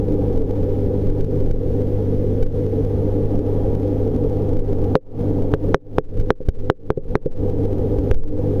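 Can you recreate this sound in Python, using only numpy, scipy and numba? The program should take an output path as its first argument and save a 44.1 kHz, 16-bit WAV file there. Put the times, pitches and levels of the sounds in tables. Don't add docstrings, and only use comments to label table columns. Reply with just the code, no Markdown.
import sys
import numpy as np
from scipy import signal
from scipy.fft import rfft, irfft, next_fast_len
from scipy.io import wavfile
from scipy.ndimage import minimum_filter1d
from numba import njit

SR = 44100
rng = np.random.default_rng(int(sys.argv[2]) if len(sys.argv) > 2 else 0)


def generate_wav(signal):
    frames = np.transpose(np.atleast_2d(signal))
    scaled = np.clip(frames, -1, 1) * 32767
    pcm = np.round(scaled).astype(np.int16)
    wavfile.write(sys.argv[1], SR, pcm)


N = 379260
TIME_S = np.arange(N) / SR

# (time [s], peak [dB], contact [ms], sway peak [dB])
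CAMERA_KNOCKS = [(4.9546, 25.5, 0.72, -3.5), (5.5384, 4.5, 0.46, -15.5), (5.7452, 25, 0.53, -8),
                 (5.9841, 19, 0.72, -0.5), (6.3052, 24, .53, 3.5), (6.4044, 8, 1.6, -13),
                 (6.4861, 4, 1.4, -3.5), (6.7001, 26, .58, -1), (6.9037, 17, .61, -4.5),
                 (6.9736, 11.5, 2.06, -12.5), (7.1545, 18, 0.5, -1), (7.2592, 10, 1.54, -3),
                 (8.1136, 1, 0.19, 8.5)]


def pump(mains_hz=49.905):
    # (mains multiple, rms [dB])
    partials = [(1, -44.5), (2, -22.5), (3, -34), (4, -39.5), (5, -35.5), (6, -35.5), (8, -35), (9, -38.5),
                (10, -32.5), (11, -60.5), (14, -63.5)]
    return sum(tone(round(k) * mains_hz, db) for k, db in partials)


def water(low_offset_db=0.33, low_follow=0.17):
    # (centre [Hz], width [Hz], base density [dB])
    tank_modes = [(64.7, 36, -47.5), (148.9, 18, -47.5), (194, 36, -49), (252.4, 28, -48.5), (292, 36, -44),
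                  (384.5, 62, -51), (442.2, 54, -46.5), (493.4, 56, -49), (561.3, 63, -60)]
    # (centre [Hz], width [Hz], base density [dB])
    water_modes = [(661, 98, -69), (796, 93, -68), (944, 55, -75), (1154, 260, -85), (3260, 100, -99)]
    # (time [s], gain [dB])
    flow = [(0, 3.5), (.3, 5.5), (.8, 2), (2.5, -1.5), (3.3, 5.5), (4.3, 5.5), (5.4, 7), (6.5, -2),
            (7.5, 5.5), (8.6, 3)]
    flow_db = np.interp(TIME_S, *np.transpose(flow))
    low = amp(low_offset_db + low_follow * flow_db) * turbulence(tank_modes)
    high = amp(flow_db) * turbulence(water_modes)
    return low * surge(depth_db=1.3, rate_hz=20) + high * surge(depth_db=1.07, rate_hz=23)


def knocks(recoil_db=-19, recoil_lead=0.6, scatter_db=-36, scatter_t60_s=0.069):
    # (frequency [Hz], relative level [dB], t60 [s])
    body_modes = [(85, -21, 0.0093), (156, -3.5, 0.059), (283, -14, 0.11), (383, -6, 0.039),
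                  (428.2, -4, 0.062), (427, -9, 0.058), (499, -10, 0.053), (800, -20, 0.021),
                  (1200, -11.5, 0.0052), (1580, -18, 0.021)]
    out, t = np.zeros(N), TIME_S[:SR // 5]
    ring = sum(amp(db) * decay(t, t60_s) * np.sin(2 * np.pi * hz * t) for hz, db, t60_s in body_modes)
    for s, db, contact_ms, _ in CAMERA_KNOCKS:
        paths = amp(scatter_db) * rng.standard_normal(len(t)) * decay(t, scatter_t60_s) * (t > 0.005)
        paths[0] = 1
        force = push(contact_ms)
        blow = signal.fftconvolve(np.convolve(ring, force), paths)
        add(out, s, amp(db) * blow / abs(blow).max())
        add(out, s - recoil_lead * contact_ms / 1000, -amp(db + recoil_db) * force)
    return out


def hollow_ring(rms_re_knock_db=-13.5, swell_s=0.0063):
    # (centre [Hz], width [Hz], relative density [dB])
    hollow_modes = [(146.6, 33, -6.5), (383, 58, -2), (512.4, 31, 1.5)]
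    envelope, t = np.zeros(N), TIME_S[:SR // 5]
    for s, db, _, _ in CAMERA_KNOCKS:
        add(envelope, s, amp(db + rms_re_knock_db) * swelling(t, swell_s))
    ring = turbulence(hollow_modes)
    return envelope * ring / ring.std()


def hand(rest_rms_db=-21.5, rumble_re_sway_db=-12):
    # (time [s], peak [dB], swell [s])
    shifts = [(0.347, -8, 0.04), (1.056, -8.5, 0.024), (1.2, -10, 0.014), (1.397, -8, 0.038),
              (1.489, -6.5, 0.046), (2.393, -5, 0.03), (4.498, -8, 0.052), (5.388, -18.5, 0.04),
              (6.142, -2, 0.034), (7.072, -2.5, 0.015)]
    # (time [s], peak [dB])
    thumps = [(6.485, 9.5), (7.985, -8), (8.107, -1.5)]
    # (frequency [Hz], relative density [dB])
    rumble_spectrum = [(2, -33), (8, -5.5), (15, -8), (22, -8), (28, -11), (42, -18.5), (70, -21),
                       (120, -30.5), (300, -55), (1000, -100)]
    shift_hz, thump_hz, knock_hz = 18, 58.2, 11
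    thump_swell_s, knock_swell_s = 0.005, 0.05
    rocks = [(s, db, shift_hz, swell_s) for s, db, swell_s in shifts]
    rocks += [(s, db, thump_hz, thump_swell_s) for s, db in thumps]
    rocks += [(s, db, knock_hz, knock_swell_s) for s, _, _, db in CAMERA_KNOCKS]
    sway, unrest, t = np.zeros(N), np.zeros(N), TIME_S[:SR]
    for s, db, hz, swell_s in rocks:
        envelope = amp(db) * swelling(t, swell_s)
        add(sway, s, envelope * np.sin(2 * np.pi * hz * t))
        add(unrest, s, envelope)
    rumble = noise(lambda hz: spectrum_gain(rumble_spectrum, hz))
    rumble_rms = np.hypot(amp(rest_rms_db), amp(rumble_re_sway_db) * unrest)
    return sway + rumble_rms * rumble / rumble.std()


def hiss():
    # (frequency [Hz], density [dB])
    hiss_spectrum = [(100, -75.5), (1000, -85.5), (1500, -86.5), (2000, -89), (2600, -93.5), (3300, -93.5),
                     (3800, -96.5), (5000, -99), (7000, -102), (10000, -103), (14200, -102), (15600, -118)]
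    return noise(lambda hz: spectrum_gain(hiss_spectrum, hz))


def amp(db):
    return 10 ** (np.asarray(db) / 20)


def spectrum_gain(points, hz):
    point_hz, db = np.transpose(points)
    return amp(np.interp(np.log(hz + 1), np.log(point_hz + 1), db))


def add(mix, start_s, sound):
    part = mix[round(start_s * SR):][:len(sound)]
    part += sound[:len(part)]


def tone(hz, rms_db):
    return np.sqrt(2) * amp(rms_db) * np.sin(2 * np.pi * (hz * TIME_S + rng.random()))


def noise(density):
    size = next_fast_len(N)
    hz = np.fft.rfftfreq(size, 1 / SR)
    white = rfft(rng.standard_normal(size))
    return irfft(white * density(hz), size)[:N] * np.sqrt(SR / 2)


def turbulence(modes):
    def density(hz):
        powers = (amp(db) ** 2 / (1 + ((hz - centre_hz) / width_hz) ** 2) ** 4
                  for centre_hz, width_hz, db in modes)
        return np.sqrt(sum(powers))
    return noise(density)


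def surge(depth_db, rate_hz):
    knots_s = np.arange(0, N / SR + 1, 1 / rate_hz)
    return amp(depth_db * np.interp(TIME_S, knots_s, rng.standard_normal(len(knots_s))))


def push(contact_ms):
    progress = np.arange(0, 1, 1000 / (contact_ms * SR))
    return np.sin(np.pi * progress) ** 2


def decay(t, t60_s):
    return np.exp(-np.log(1000) * t / t60_s)


def swelling(t, swell_s):
    return t / swell_s * np.exp(1 - t / swell_s)


@njit
def stepped_gain_db(peak_db):
    target_db, overload_db = -8, -2.5
    step_db, plunge_db_per_sample = 0.8355, 0.5
    fall_samples, rise_samples = 58, 234
    out, gain_db = np.zeros(len(peak_db)), 0.
    for i in range(len(peak_db)):
        level_db = peak_db[i] + gain_db
        if level_db > overload_db:
            gain_db -= plunge_db_per_sample
        elif level_db > target_db and i % fall_samples == 0:
            gain_db -= step_db
        elif level_db < target_db - step_db and i % rise_samples == 0:
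            gain_db = min(gain_db + step_db, 0.)
        out[i] = gain_db
    return out


def scene():
    return (pump() + water() + hiss() + hand() + knocks() + hollow_ring())[None]


def record(dry, hold_s=0.046, cutoff_hz=15500):
    # (frequency [Hz], gain [dB])
    response = [(20, -0.5), (6500, -0.5), (7500, -7.5), (8000, -13), (8400, -7.5), (9500, -1.5),
                (15000, -2.5)]
    hold_samples = 2 * int(hold_s * SR / 2) + 1
    held_peak = -minimum_filter1d(-abs(dry[0]), hold_samples, origin=hold_samples // 2)
    gain_db = stepped_gain_db(20 * np.log10(held_peak + 1e-9))
    clipped = np.clip(dry * amp(gain_db), -1, 1)
    hz = np.linspace(0, SR / 2, 513)
    colour = signal.firwin2(255, hz, spectrum_gain(response, hz), fs=SR)
    lowpass = signal.firwin(511, cutoff_hz, window=("kaiser", 9), fs=SR)
    return signal.oaconvolve(clipped, np.convolve(colour, lowpass)[None], "same")


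dry = scene()
out = record(dry)
generate_wav(out)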